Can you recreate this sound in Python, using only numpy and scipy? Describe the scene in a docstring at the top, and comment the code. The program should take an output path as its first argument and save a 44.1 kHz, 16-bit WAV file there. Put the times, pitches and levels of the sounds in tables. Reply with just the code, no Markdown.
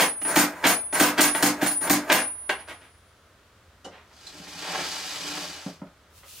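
"""You hear clacks, knocks, snaps and thin pings, then bumps, thuds, scraping and a soft bright hiss.
A steel flipper linkage on a wooden pinball cabinet is worked by hand in a small workshop: a push slides
the rod and slams a long flat bar on its stop, a release lets it fall back. The cabinet is then gripped,
scraped round on the bench and set down, and a hand brushes its side. Blows and tiny slips make wood
and steel ring; two sine tones make each ping. A limiter flattens the loud clacks."""
import sys
import numpy as np
from scipy import signal
from scipy.fft import rfft, irfft
from scipy.io import wavfile
from scipy.ndimage import uniform_filter1d, minimum_filter1d

SR = 44100
rng = np.random.default_rng(int(sys.argv[2]) if len(sys.argv) > 2 else 0)


def unload_audio(sound):
    """Save the sound as a 16-bit wav file, at the path given as the first command line argument."""
    columns = np.transpose(np.atleast_2d(sound))
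    # keep every value between -1 and 1, then stretch to whole-number steps
    steps = np.round(np.clip(columns, -1, 1) * 32767)
    wavfile.write(sys.argv[1], SR, steps.astype(np.int16))


N = 282240
TIME = np.arange(N) / SR
TAIL = TIME[:SR * 3 // 4]   # time axis of every ring and echo

# tone colour of a wooden knock: [f/Hz, relative level per Hz/dB]
KNOCK_SPECTRUM = [(60, -43.5), (150, -8.5), (300, -3.5), (550, 2), (800, 3.5), (1200, 3.3), (1700, 3.3),
                  (2400, 1), (3300, -3.7), (4500, -10), (8000, -20.5), (16000, -58)]
# pushes: [start t/s, jolt t/s, stop t/s, contact time at the stop/s, take-up level/dB,
#          extra level of the wood at the stop and of the drive towards it/dB, spring ping level/dB]
PUSH_EVENTS = [(0.214, 0.248, 0.357, .011, -7.5, 1.5, -22.5), (0.926, 0.951, 0.995, .013, -0.5, 4, -20.5),
               (1.344, 1.346, 1.426, .006, -3, -0.5, -36), (1.809, 1.87, 1.898, .004, -7.5, -1, -40)]
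# releases: [fall t/s, snap t/s, extra level of the wood in the fall and of the rush into it/dB,
#            snap level/dB, lower spring tone level/dB, upper spring tone level/dB]
RELEASE_EVENTS = [(-0.02, 0.0, -0.5, -9.5, -36, -23), (0.638, 0.667, 1, -1.2, -31, -20.5),
                  (1.177, 1.208, -1.5, 2, -18.5, -30), (1.611, 1.661, -12, -16.5, -20, -28.5),
                  (2.097, 2.12, 5.5, -0.5, -21.5, -33.5)]
# rod driven forward before each stop: [duration/s, wood level/dB, steel level/dB], before FRICTION_DB
DRIVE_RUB = (.085, -23.3, -27.3)


def from_db(db):
    """Turn decibels into a gain."""
    return 10 ** (np.asarray(db) / 20)


def rms_one(x):
    """Scale to an rms (average strength) of one."""
    return x / np.sqrt(np.mean(x ** 2) + 1e-20)


def fade(t, t60):
    """Free decay: energy leaks away steadily, 60 dB down after t60 seconds."""
    return np.exp(-np.log(1000) * t / t60)


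def at_hz(points, hz):
    """Read a table between its points, on a log-frequency axis."""
    points = np.array(points)
    return np.interp(np.log(hz + 1), np.log(points[:, 0]), points[:, 1])


def colour(x, spectrum):
    """Give a steady signal the tone colour of a spectrum."""
    hz = np.fft.rfftfreq(x.shape[-1], 1 / SR)
    return rms_one(irfft(rfft(x) * from_db(at_hz(spectrum, hz)), x.shape[-1]))


def band(x, edges_hz, kind):
    """Butterworth filter that only looks back in time."""
    edges_hz = np.clip(edges_hz, 10, .45 * SR)
    return signal.sosfilt(signal.butter(2, edges_hz, kind, fs=SR, output="sos"), x)


def waver(rate_hz, depth_db):
    """A gain that wanders at random, one for each channel; depth_db is its rms swing."""
    return from_db(depth_db * rms_one(band(rng.standard_normal((2, N)), rate_hz, "low")))


def diffuse(size):
    """Sound from all around on two close microphones: alike in the bass, apart in the treble."""
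    # difference between left and right against what they share: [f/Hz, side minus mid level/dB]
    side_levels = [(60, -19), (110, -29), (200, -35.5), (380, -21), (700, -15), (1290, -10), (2380, -6),
                   (4400, -4), (8120, -1.5), (15000, 2)]
    mid, side = rfft(rng.standard_normal((2, size)))
    width = from_db(at_hz(side_levels, np.fft.rfftfreq(size, 1 / SR)))
    return irfft((mid + side * width * [[1], [-1]]) / np.sqrt(1 + width ** 2), size)


def clicks(times, levels_db):
    """One impulse for each contact."""
    out = np.zeros(N)
    at = np.round(np.array(times) * SR).astype(int)
    heard = (at >= 0) & (at < N)
    out[at[heard]] = from_db(levels_db)[heard]
    return out


def contacts(times, lengths, levels_db):
    """Blows whose force swells and dies over the contact time; 0 dB carries unit energy."""
    pad = len(TAIL)   # room for blows that begin before the start or end after the finish
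    out = np.zeros(N + 2 * pad)
    for s, length, db in zip(times, np.maximum(lengths, .001), levels_db):
        shape = TAIL * np.exp(-TAIL / length)
        at = pad + round(s * SR)
        out[at:at + pad] += from_db(db) * shape / np.linalg.norm(shape)
    return out[pad:pad + N]


def grains(per_s, spread_db):
    """Friction: tiny slips of uneven size at random moments."""
    sizes = from_db(spread_db * np.minimum(rng.exponential(1, N), 4)) * rng.choice([-1, 1], N)
    return rms_one(sizes * (rng.random(N) < per_s / SR))


def modes(table):
    """Ring of a struck body: one fading sine for each way it can vibrate."""
    ring = 0
    for k, (hz, db, t60) in enumerate(table):
        ring = ring + (-1) ** k * from_db(db) * np.sin(2 * np.pi * hz * TAIL) * fade(TAIL, t60)
    return rms_one(ring)


def wooden(table):
    """A ringing board; it radiates little below its lowest modes."""
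    return band(band(modes(table), 89, "high"), 68.4, "high")


def burst(spectrum, t60):
    """Countless close modes that die together, made of fading noise."""
    return rms_one(colour(rng.standard_normal(len(TAIL)), spectrum) * fade(TAIL, t60))


def workshop(wet_db):
    """Room response: direct sound, a sample earlier on the right, then echoes that die band by band."""
    # how long the echoes last: [f/Hz, t60/s]
    echo_t60 = [(100, 0.27), (700, 0.245), (2000, 0.225), (6000, 0.19), (16000, 0.13)]
    noise = rfft(diffuse(len(TAIL)))
    hz = np.fft.rfftfreq(len(TAIL), 1 / SR)
    octave = np.round(np.log2(np.clip(hz, 128, 16384)))
    tail = 0
    for k in np.unique(octave):
        tail = tail + irfft(noise * (octave == k), len(TAIL)) * fade(TAIL, at_hz(echo_t60, 2 ** k))
    swelling_tail = tail * (1 - fade(TAIL, 0.0067))
    out = from_db(wet_db) * rms_one(swelling_tail) / np.sqrt(len(TAIL))
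    out[[0, 1], [1, 0]] += 1   # direct sound: left at sample 1, right at sample 0
    return out


def sound(force, wet_db, body=(1,)):
    """A force drives a body in the room; a unit click gives rms 1 over its first 30 ms."""
    response = signal.fftconvolve(workshop(wet_db), np.array([body]), axes=1)[:, :len(TAIL)]
    response /= np.sqrt(np.mean(response[:, TAIL < .03] ** 2))
    return signal.fftconvolve(force[None], response, axes=1)[:, :N]


def workshop_rumble():
    """The quiet background of the workshop: steady noise, strongest in the bass."""
    # tone colour: [f/Hz, relative level per Hz/dB]
    rumble_spectrum = [(12, -48.5), (20, -28.5), (81, 1.5), (146, -13.5), (328, -15), (624, -14),
                       (802, -19), (1290, -14), (1960, -19.5), (2530, -23), (3250, -22.5), (16000, -37.5)]
    return from_db(-56.8) * colour(diffuse(N), rumble_spectrum)


def blow(s, kind, db=0, wood_db=0, contact_s=None):
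    """One blow of a kind, as (t/s, contact time/s, boom/dB, knock/dB, steel/dB)."""
    usual_s, boom_db, knock_db, steel_db = kind
    return s, contact_s or usual_s, boom_db + db, knock_db + db + wood_db, steel_db + db


def blows():
    """A push is a take-up, a jolt and a slam; a release is a fall, a snap and a small bounce."""
    # kinds of blow: [contact time/s, panel boom level/dB, wooden knock level/dB, steel level/dB]
    # the rod takes up its play
    take_up = (.004, -36, -33, -40)
    # the moving rod strikes its guide
    guide_jolt = (.0045, -40, -31.5, -55)
    # the bar hits its stop
    slam = (.006, -12, -13, -11.5)
    # the bar falls back
    fall_back = (.012, -22.5, -12.5, -29)
    # the joints snap home
    joint_snap = (.0045, -21.5, -13.5, -12)
    # the bar bounces once after the snap
    bounce = (.003, -38, -41, -37)
    # the loose rod drops in its guide
    rod_drop = (.0045, -48, -21.8, -43)
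    # the hand lets go and the rod settles: [t/s, contact time/s, added level/dB]
    rod_settles = [(2.492, .0045, 0), (2.58, .014, -21), (2.674, .015, -11), (2.8, .02, -25)]
    bounce_delay_s = .05
    rows = [blow(s, rod_drop, db, contact_s=contact_s) for s, contact_s, db in rod_settles]
    for start, jolt, stop, contact_s, take_up_db, wood_db, _ in PUSH_EVENTS:
        rows.append(blow(start, take_up, take_up_db))
        rows.append(blow(jolt, guide_jolt))
        rows.append(blow(stop, slam, wood_db=wood_db, contact_s=contact_s))
    for fall, snap, wood_db, snap_db, _, _ in RELEASE_EVENTS:
        rows.append(blow(fall, fall_back, wood_db=wood_db))
        rows.append(blow(snap, joint_snap, snap_db))
        rows.append(blow(snap + bounce_delay_s, bounce))
    return np.transpose(rows)


def rubbing():
    """Drag of the rod on wood and steel: driven to the stop, held there, rushing back, then swaying on."""
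    # levels below are before FRICTION_DB
    # rod held against the stop: [wood level/dB, steel level/dB]
    hold_levels = (-33.5, -43.5)
    # gathering speed into each fall: [time constant/s, wood level/dB, steel level/dB]
    rush_rub = (.007, -22, -32)
    # swaying after each snap: [t60/s, wood level/dB, steel level/dB]
    sway_rub = (1.4, -38.5, -68)
    FRICTION_DB = -39   # force of steady rubbing against that of a blow
    speed_up_s = .025

    def slide(start, stop):
        """Rubbing that grows as the rod speeds up and ends at once."""
        return np.clip((TIME - start) / speed_up_s, 0, 1) * (TIME < stop)

    drive = np.zeros(N)
    for start, _, stop, _, _, wood_db, _ in PUSH_EVENTS:
        begin = max(start, stop - DRIVE_RUB[0] - speed_up_s / 2)
        drive += from_db(wood_db) * slide(begin, stop)
    # each push is held until the next fall
    hold = sum(slide(stop, fall) for (_, _, stop, *_), (fall, *_) in zip(PUSH_EVENTS, RELEASE_EVENTS[1:]))
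    rush, sway = np.zeros(N), np.zeros(N)
    for fall, snap, wood_db, *_ in RELEASE_EVENTS:
        rush += np.exp(-np.abs(TIME - fall) / rush_rub[0]) * from_db(wood_db)
        sway = np.maximum(sway, (TIME > snap) * fade(np.abs(TIME - snap), sway_rub[0]))
    levels_db = np.transpose([DRIVE_RUB[1:], hold_levels, rush_rub[1:], sway_rub[1:]]) + FRICTION_DB
    return from_db(levels_db) @ np.array([drive, hold, rush, sway])


def linkage():
    """Blows and sliding shake the panel, the wooden frame and the steel bar."""
    # modes of the panel: [f/Hz, relative level/dB, t60/s]
    panel_modes = [(131.6, -15, 0.26), (195, -6, 0.21), (247, -3, 0.16), (295, 5.5, 0.19),
                   (356, -1.5, 0.18), (482.5, -10.5, 0.16), (755, 2, 0.055), (795, -3.5, 0.14)]
    # bending modes of the flat bar: [f/Hz, relative level/dB]
    bar_modes = [(4590, -18), (5190, -2.5), (5800, -2.5), (6470, 2), (7235, -5), (8012, 0.5), (8790, -2.5),
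                 (9590, 1), (10420, -2), (11390, -4), (12270, 1), (13200, -17), (14200, 5.5), (15170, 0.5)]
    # tone colour of the sharp crack: [f/Hz, relative level per Hz/dB]
    crack_spectrum = [(60, -55), (500, -19), (2000, -5), (4000, 1.5), (10000, 0), (16000, 0.5)]
    bar_t60_s, rebound_s = 0.027, 0.0289
    s, length, boom_db, knock_db, steel_db = blows()
    wood_drag, steel_drag = rubbing()
    slips = grains(per_s=1400, spread_db=-0.5)
    # the harder the blow, the more of it comes back in a rebound, up to a limit
    rebound_db = -2 + .4 * np.minimum(steel_db - 10.5, 0)
    wood_blows = contacts(s, length, knock_db - 2)
    wood_blows += contacts(s + rebound_s, length * 0.89, knock_db + rebound_db)
    steel_blows = contacts(s, length + 0.0026, steel_db)
    steel_blows += contacts(s + rebound_s, length * 0.83, steel_db + rebound_db)
    # every blow is a cluster of tiny contacts, so each has a colour of its own
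    wood = colour(grains(per_s=3000, spread_db=3.5), KNOCK_SPECTRUM)
    dull_wood = colour(grains(per_s=3000, spread_db=4.0), KNOCK_SPECTRUM)
    dull_wood = rms_one(band(dull_wood, 1530, "low"))
    dull_force = contacts(s, length * 1.4, boom_db - 8.5) + wood_drag
    knocks = wood * wood_blows + dull_wood * dull_force
    booms = clicks(s + length, boom_db) + from_db(-19.5) * wood_drag * slips
    # a short contact snaps, a long one only sets the loose joints chattering
    snaps = clicks(s, steel_db - 2100 * length) + (steel_blows + steel_drag) * slips
    bar = sound(snaps, wet_db=3, body=modes([(hz, db, bar_t60_s) for hz, db in bar_modes]))
    crack = sound(snaps, wet_db=-1, body=burst(crack_spectrum, t60=0.005))
    steel = (bar + crack) / np.sqrt(2)
    panel = sound(booms, wet_db=-10, body=wooden(panel_modes))
    return panel + sound(knocks, wet_db=0) + steel


def spring():
    """Take-ups and snaps ping two close high tones that swell, beat and die."""
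    # lower and upper tone: [f/Hz, f/Hz]
    tone_hz = (9705, 9914)
    free_t60_s, pressed_t60_s = 1.2, .17   # the second adds its decay to the first
    push_upper_tone_db = -8   # a push rings mostly the lower tone
    pings = [(start, db, db + push_upper_tone_db) for start, *_, db in PUSH_EVENTS]
    pings += [(snap, low_db, high_db) for _, snap, _, _, low_db, high_db in RELEASE_EVENTS]
    levels = np.zeros((2, N))
    for s, low_db, high_db in pings:
        age = np.maximum(TIME - s, 0)
        # the next slam presses on the spring and damps it, from halfway through the drive
        next_stop = min([stop for _, _, stop, *_ in PUSH_EVENTS if stop > s], default=TIME[-1])
        pressed = next_stop - DRIVE_RUB[0] / 2
        ring = fade(age, free_t60_s) * (1 - fade(age, 0.15))
        ring = ring * fade(np.maximum(TIME - pressed, 0), pressed_t60_s)
        levels += np.outer(from_db([low_db, high_db]), ring)
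    arrival = TIME + np.array([[0], [1]]) / SR   # a sample earlier on the right
    tones = sum(level * np.sin(2 * np.pi * hz * arrival) for level, hz in zip(levels, tone_hz))
    # their level wanders at random on each channel
    return tones * waver(21, depth_db=3.0)


def handling():
    """Soft bumps of the hand, ticks, and the dull thuds of the cabinet settling."""
    # hands and bench against the cabinet: [t/s, contact time/s, level/dB, cut-off f/Hz]
    bump_events = [(3.844, 0.01, -40, 620), (3.905, 0.034, -46.5, 6000), (4.106, 0.0064, -61, 3020),
                   (4.466, 0.0046, -48.5, 4000), (5.658, 0.012, -42, 520), (5.816, 0.0034, -46, 553),
                   (5.868, 0.0026, -58, 4970), (6.23, 0.0055, -51.5, 5000)]
    # small loose fittings tick: [t/s, level/dB, ring f/Hz]
    tick_events = [(3.845, -45, 2990), (4.266, -43, 4100)]
    # the cabinet rocks on the bench: [t/s, level/dB]
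    thud_events = [(3.857, -57), (4.398, -47.5), (4.554, -50), (5.661, -33), (5.817, -38.5)]
    # modes of the whole cabinet: [f/Hz, relative level/dB, t60/s]
    cabinet_modes = [(159.6, 1.5, 0.05), (173, 4.5, 0.061), (279, -9.5, 0.14), (516, -21, 0.089)]
    # tone colour of a tick: [f/Hz, relative level per Hz/dB]
    tick_spectrum = [(100, -38), (1000, -27), (4000, 7), (7000, 6), (16000, -21)]
    wood = colour(grains(per_s=5000, spread_db=4.5), KNOCK_SPECTRUM)
    bumps = np.zeros(N)
    for s, length, db, soft_hz in bump_events:
        bumps += rms_one(band(wood, soft_hz, "low")) * contacts([s], [length], [db])
    ticks = 0
    for s, db, hz in tick_events:
        fitting = modes([(hz, 0, .04)]) + burst(tick_spectrum, t60=0.034)
        ticks = ticks + sound(clicks([s], [db]), wet_db=12, body=fitting)
    thuds = sound(clicks(*np.transpose(thud_events)), wet_db=-9.5, body=wooden(cabinet_modes))
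    return sound(bumps, wet_db=1) + ticks + thuds


def turning():
    """Wood drags over the bench: dense slips rumble, grind and hiss with speed; a dug-in edge adds weight."""
    # speed of the turning cabinet, given as a level before the offsets below: [t/s, level/dB]
    speed_points = [(4.32, -49), (4.614, -41), (4.636, -38), (4.86, -34), (5.05, -36), (5.4, -35),
                    (5.64, -46)]
    # offsets from the speed level: [rumble level/dB, grind level/dB, hiss level/dB]
    part_levels = (-19, -10.3, -0.3)
    # an edge digs in as the cabinet tips: [t/s, half length/s, extra rumble level/dB, extra grind level/dB]
    edge_digs = [(4.39, .13, 14, 1), (4.74, .14, 11, 12.5), (5.39, .15, 11.5, 2), (5.6, .1, 0, 7)]
    # tone colour of the scrape: [f/Hz, relative level per Hz/dB]
    scrape_spectrum = [(65, -55), (110, -32), (174, -2.5), (228, -13), (293, 1.5), (376, -9.5), (796, -0.5),
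                       (981, -8.5), (1040, -4), (1340, -6), (1650, -6), (2120, -6), (5190, -3),
                       (9910, -14.5), (16000, -20.5)]
    start_s, stop_s = 0.16, 0.11   # how gently the motion begins and ends
    s, speed_db = np.transpose(speed_points)
    digging = np.zeros((3, N))
    for at, half_s, rumble_db, grind_db in edge_digs:
        digging += np.outer([rumble_db, grind_db, 0], np.exp(-((TIME - at) / half_s) ** 2))
    levels = np.interp(TIME, s, speed_db) + np.array(part_levels)[:, None] + digging
    slips = colour(grains(per_s=5000, spread_db=3.5), scrape_spectrum)
    drag = signal.fftconvolve(slips[None], workshop(wet_db=0.5), axes=1)[:, :N]
    before = np.maximum(s[0] - TIME, 0) / start_s
    after = np.maximum(TIME - s[-1], 0) / stop_s
    moving = np.exp(-before ** 2 - after ** 2)
    ranges_hz = [(130, 450), (450, 2000), (2000, 16000)]   # rumble, grind, hiss
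    # one random gain for both channels, as the wood catches
    catching = [waver(19, depth_db=1.5)[0], waver(30, depth_db=1.8)[0], waver(40, depth_db=0.86)[0]]
    scrape = 0
    for k, edges_hz in enumerate(ranges_hz):
        part = rms_one(band(drag, edges_hz, "band"))
        scrape = scrape + (-1) ** k * from_db(levels[k]) * catching[k] * part
    return moving * scrape


def palm():
    """Skin brushing over paint gives a fine bright hiss."""
    # palm on the painted side: [t/s, level/dB]
    stroke_points = [(6.1, -70), (6.18, -51), (6.235, -59), (6.29, -46.5), (6.39, -43.5)]
    # tone colour of the hiss: [f/Hz, relative level per Hz/dB]
    brush_spectrum = [(590, -57), (1000, -6), (1180, -34), (1310, -19.5), (2620, 4.5), (11300, 3),
                      (16000, 2)]
    level_db = np.interp(TIME, *np.transpose(stroke_points), left=-120)
    return from_db(level_db) * colour(diffuse(N), brush_spectrum)


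def scene():
    """All sources over the quiet rumble of the workshop."""
    return workshop_rumble() + linkage() + spring() + handling() + turning() + palm()


def limiter(x, ceiling_db, release_db_per_s):
    """Gain drops just ahead of each peak and recovers steadily."""
    over = np.maximum(20 * np.log10(np.abs(x).max(axis=0) + 1e-9) - ceiling_db, 0)
    recovery = release_db_per_s * TIME
    held = np.maximum.accumulate(over + recovery) - recovery
    # 45 samples, about 1 ms: look ahead, then smooth
    return x * from_db(uniform_filter1d(minimum_filter1d(-held, size=45), size=45))


def record(dry):
    """The limiter holds the clacks down; a steep filter cuts the top above 15850 Hz."""
    limited = limiter(dry, ceiling_db=-5.5, release_db_per_s=149)
    return signal.sosfilt(signal.ellip(12, .1, 80, 15850, fs=SR, output="sos"), limited)


dry = scene()
out = record(dry)
unload_audio(out)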